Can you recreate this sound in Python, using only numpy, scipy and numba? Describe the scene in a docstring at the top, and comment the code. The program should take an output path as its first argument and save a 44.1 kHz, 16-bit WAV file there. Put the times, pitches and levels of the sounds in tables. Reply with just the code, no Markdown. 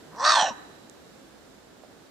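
"""Over a quiet hiss, a fox gives one hoarse bark at the edge of a snowy wood. It starts as a crackle,
then irregularly flapping vocal folds chop a rush of air, and the throat resonances rise and sink with
the jaw. Near 0.5 s a short falling whine ends it, while two soft bumps sound near the microphone.
The trees return a faint echo; a tiny tick follows at 0.9 s and two more soft bumps at 1.8 s."""
import sys
import numpy as np
from scipy import signal
from scipy.fft import rfft, irfft
from scipy.io import wavfile
from scipy.ndimage import uniform_filter1d, map_coordinates
from numba import njit

SR = 44100
rng = np.random.default_rng(int(sys.argv[2]) if len(sys.argv) > 2 else 0)


def persist_wave(psi):
    """Save psi, clipped to +-1, as 16-bit WAV."""
    counts = np.round(np.clip(psi, -1, 1) * 32767).astype(np.int16)
    wavfile.write(sys.argv[1], SR, np.atleast_2d(counts).T)


N = 92610
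TIME_S = np.arange(N) / SR
BINS_HZ = np.fft.rfftfreq(N, 1 / SR)

# Each row: time in seconds, rasp gain in dB, extra treble gain in dB.
BARK_EFFORT = [(.08, -69, -16), (.135, -49.5, -33), (.175, -43, -25.5), (.203, -29.5, -17),
               (.236, -24, -10), (.246, -21, -2.5), (.253, -19.5, -0.5), (.28, -17, -0.5), (.305, -17.5, 0),
               (.345, -20.5, 1.5), (.375, -17.5, -3.5), (.405, -19, -3), (.435, -20.5, -3),
               (.455, -24, -4.5), (.492, -29.5, -1.5), (.513, -49.5, 7.5), (.55, -61, -11.5)]
# Each row: time in seconds, fold pitch in Hz, clear tone gain in dB.
VOCAL_FOLDS = [(.04, 134, -71), (.14, 167.8, -55), (.18, 226.8, -41), (.212, 255.7, -40.5),
               (.248, 298.2, -34), (.28, 306.9, -29), (.305, 311.8, -32.5), (.36, 330.5, -31.5),
               (.43, 329.8, -39), (.47, 284, -31.5), (.497, 273.4, -40), (.511, 273.4, -38.5),
               (.535, 263, -78)]
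TREBLE_HZ = 2080
AIR_HZ, AIR_FADE_FROM_S, AIR_FADE_DB_PER_S = 7000, .435, 99


def fox():
    """One bark: a crackle, a rasp that swells and brightens with effort over a clear tone, a whine."""
    pitch_hz, effort_db = curve(VOCAL_FOLDS), curve(BARK_EFFORT)
    slaps = rasp(pitch_hz)
    hoarse = shelf(throat(slaps), TREBLE_HZ, curve(BARK_EFFORT, column=2))
    air_db = -AIR_FADE_DB_PER_S * np.maximum(TIME_S - AIR_FADE_FROM_S, 0)
    hoarse = shelf(hoarse, AIR_HZ, air_db)  # the highest hiss dies first
    tone = clear_tone(pitch_hz, effort_db) * undb(curve(VOCAL_FOLDS, column=2))
    voice = hoarse * undb(effort_db) + tone
    return voice * during(VOCAL_FOLDS) + crackle(slaps) + whine()


# Each row: time in seconds, slaps per fold cycle, air over slaps in dB, factor on throat widths.
FOLD_RATTLE = [(.225, .75, -2, 1.83), (.255, 1.05, -1.5, 1.25), (.34, 1.05, -2, 1.62), (.39, 1.0, 5, 1.12),
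               (.45, 1.0, -6.5, 0.93)]
JITTER, SHIMMER_DB, PUFF_DECAY_CYCLES, SOFT_CLOSURE_HZ = .36, 2.5, 0.53, 9100


def rasp(pitch_hz):
    """Irregular slaps of the folds, each followed by a puff of turbulent air."""
    slap_hz = curve(FOLD_RATTLE) * pitch_hz * np.exp(JITTER * wander(400))
    cycles = np.cumsum(slap_hz) / SR
    count = cycles.astype(int)
    strength = undb(SHIMMER_DB * np.clip(rng.standard_normal(N // 10), -2, 2))[count]
    pulses = unit_rms(np.diff(count, prepend=0) * strength)
    slaps = butterworth(pulses, SOFT_CLOSURE_HZ, "low", order=1)
    puffs = np.exp(-(cycles % 1) / PUFF_DECAY_CYCLES) * strength * rng.standard_normal(N)
    return unit_rms(slaps + undb(curve(FOLD_RATTLE, column=2)) * unit_rms(puffs))


# Each row: time in seconds, jaw opening from 0 to 1.
JAW_OPENING = [(.15, 0.63), (.205, 0.6), (.235, 0.7), (.255, 1), (.295, 1), (.335, .79), (.375, 0.46),
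               (.43, 0.29), (.47, 0.12), (.51, 0.07)]
# Each row: centre in Hz with jaw closed and open, base width in Hz, gain in dB closed and open.
FORMANTS = [(652, 1217, 144, 0.5, 3), (586, 767, 153, -26.5, -9.5), (1537, 1472, 65, -6, -2),
            (1735, 1810, 74, -3, -4), (2684, 2490, 130, -15, -13.5), (2700, 4073, 300, -7.5, -8),
            (3810, 4620, 237, -11.5, -3.5), (5664, 6150, 190, -2, -19), (5480, 5030, 420, -21, -6.5),
            (6500, 7700, 560, -15.5, -27), (7150, 8310, 1090, -21, -25)]
# Each row: notch in Hz with jaw closed and open, width in Hz, depth from 0 to 1.
SIDE_CAVITIES = [(2300, 2250, 700, 0.42), (4780, 4960, 480, .6)]
THROAT_LOW_HZ, THROAT_HIGH_HZ = 472, 9120


def throat(slaps):
    """Resonances and side-cavity notches slide with the jaw; slack folds broaden the resonances."""
    jaw, broadening = curve(JAW_OPENING), np.maximum(curve(FOLD_RATTLE, column=3), .3)
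    voice = 0
    for closed_hz, open_hz, width_hz, closed_db, open_db in FORMANTS:
        hz = closed_hz + (open_hz - closed_hz) * jaw
        ring = resonate(slaps, hz, broadening * width_hz)
        ring = resonate(ring, hz, 2.4 * width_hz)
        voice = voice + ring * undb(closed_db + (open_db - closed_db) * jaw)
    for closed_hz, open_hz, width_hz, depth in SIDE_CAVITIES:
        hz = closed_hz + (open_hz - closed_hz) * jaw
        voice = voice - depth * resonate(voice, hz, width_hz)
    voice = butterworth(voice, THROAT_LOW_HZ, "high", order=9)
    voice = butterworth(voice, THROAT_HIGH_HZ, "low", order=10)
    return voice / np.sqrt(uniform_filter1d(voice ** 2, size=700))  # hold the level steady


# Each entry: gain of one harmonic in dB, from the fundamental up.
TONE_HARMONICS_DB = [0.5, 2.5, -4, -7.5]
# Each row: frequency in Hz, throat gain in dB.
TONE_RESPONSE = [(150, 5), (280, -24.5), (530, -2), (640, -0.5), (1400, 0.5)]
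SOFT_WAVER, STRAIN_WAVER, FLICKER_DB = 0.0041, 0.019, 2.0


def clear_tone(pitch_hz, effort_db):
    """The regular part of the folds' motion: a few harmonics that roughen under strain."""
    waver = SOFT_WAVER + STRAIN_WAVER * undb(effort_db - effort_db.max())
    phase = 2 * np.pi * np.cumsum(pitch_hz * (1 + waver * wander(300))) / SR
    tone = 0
    for k, db in enumerate(TONE_HARMONICS_DB, 1):
        throat_db = np.interp(k * pitch_hz, *np.array(TONE_RESPONSE).T)
        tone = tone + np.sin(k * phase) * undb(db + throat_db + FLICKER_DB * wander(111.34))
    return tone


# Each row: time in seconds, level in dB.
CRACKLE_ENVELOPE = [(.13, -81), (.203, -41.5), (.232, -42), (.245, -41.5), (.32, -35), (.37, -57),
                    (.42, -84)]
# Each row: frequency in Hz, relative gain in dB.
CRACKLE_RESPONSE = [(1500, -26), (2900, -35), (3900, -12), (5800, 1.5), (6700, -14.5), (8400, -14.5),
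                    (9800, -45), (13000, -46)]


def crackle(slaps):
    """Dry treble of the slaps that leaves the mouth without ringing the throat."""
    bright = irfft(rfft(slaps) * undb(by_frequency(CRACKLE_RESPONSE)), N)
    return unit_rms(bright) * undb(curve(CRACKLE_ENVELOPE)) * during(CRACKLE_ENVELOPE)


# Each row: time in seconds, pitch in Hz, level in dB.
WHINE_GLIDE = [(.475, 1150, -65), (.5, 1107, -35.5), (.512, 950, -33.5), (.528, 933, -39.5),
               (.55, 890, -69)]


def whine():
    """A pure falling note as the rasp gives out."""
    phase = 2 * np.pi * np.cumsum(curve(WHINE_GLIDE)) / SR
    return np.sin(phase) * undb(curve(WHINE_GLIDE, column=2)) * during(WHINE_GLIDE)


# Each row: frequency in Hz, left minus right in dB.
BARK_BALANCE = [(300, -3), (540, 1), (850, -1.5), (1020, -0.5), (1270, 5), (1500, -4), (2600, -7),
                (3250, -4.5), (3650, -9.5), (4200, -5.5), (6000, -5.5), (7500, -10), (9200, -0.5)]
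# Each row: frequency in Hz, phase lead of the left in radians.
BARK_LEAD = [(300, -0.34), (1150, 0), (1330, -1), (2000, -0.31), (3000, 0.39), (7200, -0.32), (8300, 1),
             (9500, 0.00059)]


def arrival(bark):
    """The bark reaches the two microphone ports with unequal level and phase."""
    lead = np.exp(.5j * np.array([[1], [-1]]) * by_frequency(BARK_LEAD))
    return irfft(rfft(bark) * pan(by_frequency(BARK_BALANCE)) * lead, N)


# Each row: frequency in Hz, echo gain in dB.
TREE_RESPONSE = [(150, -48), (300, -1), (600, -21.5), (1400, -20.5), (1750, -16), (2600, -19.5),
                 (4400, -41), (7500, -19.5), (12000, -65)]
# Each row: centre in Hz, T60 in seconds, width in Hz, gain in dB.
LINGERING_RINGS = [(3950, 1.97, 132, -17.5)]
ECHO_T60_S, ECHO_DELAY_S = 0.94, 0.038
SCATTER_DB, SCATTER_T60_S, SCATTER_DELAY_S = -24, 0.053, 0.0059


def wood(bark):
    """Echo of the trees, scatter from nearby ground and brush, and a thin lingering ring."""
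    trees = reflections(bark, ECHO_T60_S, ECHO_DELAY_S)
    echo = irfft(rfft(trees) * undb(by_frequency(TREE_RESPONSE)), N)
    echo += undb(SCATTER_DB) * reflections(bark, SCATTER_T60_S, SCATTER_DELAY_S)
    for hz, t60_s, width_hz, db in LINGERING_RINGS:
        tail = reflections(bark, t60_s, ECHO_DELAY_S)
        echo += undb(db) * butterworth(tail, [hz - width_hz / 2, hz + width_hz / 2], "band")
    return echo


def reflections(x, t60_s, delay_s):
    """A dense, fading train of reflections, different in each ear."""
    decay = np.exp(-np.log(1000) * TIME_S / t60_s) * (TIME_S > delay_s)
    tail = unit_rms(rng.standard_normal((2, N)) * decay) / np.sqrt(N)
    return signal.fftconvolve(x, tail, axes=1)[:, :N]


# Each row: start in seconds, peak before panning in dB, centre in Hz, width in Hz, left minus right in dB.
NEAR_KNOCKS = [(0.425, -36.5, 192, 124, -4.5), (.507, -42, 223, 80, 19), (.8978, -39, 7060, 3320, -21),
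               (1.8355, -42, 650, 218, -11.5), (1.848, -50, 603, 500, -22)]


def knocks():
    """Bumps and a tick near the microphone: single taps into heavily damped resonances."""
    taps = 0
    for start_s, db, hz, width_hz, pan_db in NEAR_KNOCKS:
        impulse = signal.unit_impulse(N, int(start_s * SR))
        centre_hz = np.full(N, float(hz))
        ring = resonate(resonate(impulse, centre_hz, width_hz), centre_hz, width_hz)
        taps = taps + pan(pan_db) * undb(db) * ring / np.abs(ring).max()
    return taps


# Each row: frequency in Hz, relative spectral density in dB.
HISS_SPECTRUM = [(15, -57), (25, -33), (48, -9.5), (100, -10), (274, -2), (389, -3.5), (666, -8),
                 (970, -13.5), (1660, -14.5), (2300, -20.5), (3260, -21), (3630, -19.5), (7500, -26),
                 (15500, -36)]
# Each row: frequency in Hz, left-right coherence from 0 to 1.
HISS_COHERENCE = [(30, 0.63), (80, 0.85), (180, 0.48), (350, 0.086), (700, 0.52), (2000, 0.033),
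                  (12000, 0.037)]
# Each row: frequency in Hz, left minus right in dB.
HISS_BALANCE = [(60, -1.5), (400, -3), (2400, -2.5), (4400, -5), (15000, -2)]
HISS_DB, HISS_FADE_DB_PER_S, HISS_WANDER_HZ, HISS_WANDER_DB = -50.5, 1.35, 6, .3
WHISTLE_HZ, WHISTLE_WIDTH_HZ, WHISTLE_BOOST_DB = 7300, 210, 5


def hiss():
    """Quiet, wide noise that slowly sinks, with one thin band standing out."""
    mid, side = rfft(rng.standard_normal((2, N)))
    coherence = by_frequency(HISS_COHERENCE)
    pair = mid * np.sqrt(1 + coherence) + np.array([[1], [-1]]) * side * np.sqrt(1 - coherence)
    whistle_db = WHISTLE_BOOST_DB * np.exp(-((BINS_HZ - WHISTLE_HZ) / WHISTLE_WIDTH_HZ) ** 2)
    colour = undb(by_frequency(HISS_SPECTRUM) + whistle_db) * pan(by_frequency(HISS_BALANCE))
    noise = unit_rms(irfft(pair * colour, N))
    level_db = HISS_DB - HISS_FADE_DB_PER_S * (TIME_S - N / SR / 2)
    return noise * undb(level_db + HISS_WANDER_DB * wander(HISS_WANDER_HZ))


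def undb(db):
    """Decibels to gain."""
    return 10 ** (np.asarray(db) / 20)


def unit_rms(x):
    """Scale to rms 1."""
    return x / np.sqrt(np.mean(x ** 2))


def curve(table, column=1):
    """One column of a time table at every sample."""
    rows = np.array(table)
    return np.interp(TIME_S, rows[:, 0], rows[:, column])


def during(table):
    """1 between a table's first and last time, else 0."""
    return (TIME_S > table[0][0]) * (TIME_S < table[-1][0])


def by_frequency(table):
    """A frequency table at every spectral bin."""
    rows = np.array(table)
    return np.interp(np.log(np.maximum(BINS_HZ, 1)), np.log(rows[:, 0]), rows[:, 1])


def pan(db):
    """Left and right gains for a level difference."""
    return undb(np.array([[1], [-1]]) * db / 2)


def wander(hz):
    """Smooth random motion, rms 1."""
    return unit_rms(map_coordinates(rng.standard_normal(N // 10), [TIME_S * hz], mode="wrap"))


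def butterworth(x, hz, kind, order=2):
    """Causal low-, high- or band-pass."""
    return signal.sosfilt(signal.butter(order, hz, kind, fs=SR, output="sos"), x)


def shelf(x, hz, db):
    """Raise or lower everything above a frequency."""
    low = signal.sosfiltfilt(signal.butter(4, hz, fs=SR, output="sos"), x)
    return low + (x - low) * undb(db)


@njit
def resonate(x, hz, width_hz):
    """State-variable band-pass with a moving centre, gain 1 at the peak."""
    y, band_state, low_state = np.empty(len(x)), 0., 0.
    damping = width_hz / hz
    for i in range(len(x)):
        g, k = np.tan(np.pi * hz[i] / SR), damping[i]
        band = (band_state + g * (x[i] + 1e-18 - low_state)) / (1 + g * (g + k))
        band_state = 2 * band - band_state
        low_state += 2 * g * band
        y[i] = k * band
    return y


def scene():
    """The bark in stereo with its echo, the hiss and the knocks."""
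    bark = arrival(fox())
    return bark + wood(bark) + hiss() + knocks()


def record(dry, top_hz=15500):
    """A steep low-pass cuts the top."""
    return signal.sosfilt(signal.ellip(10, .2, 80, top_hz, fs=SR, output="sos"), dry)


dry = scene()
out = record(dry)
persist_wave(out)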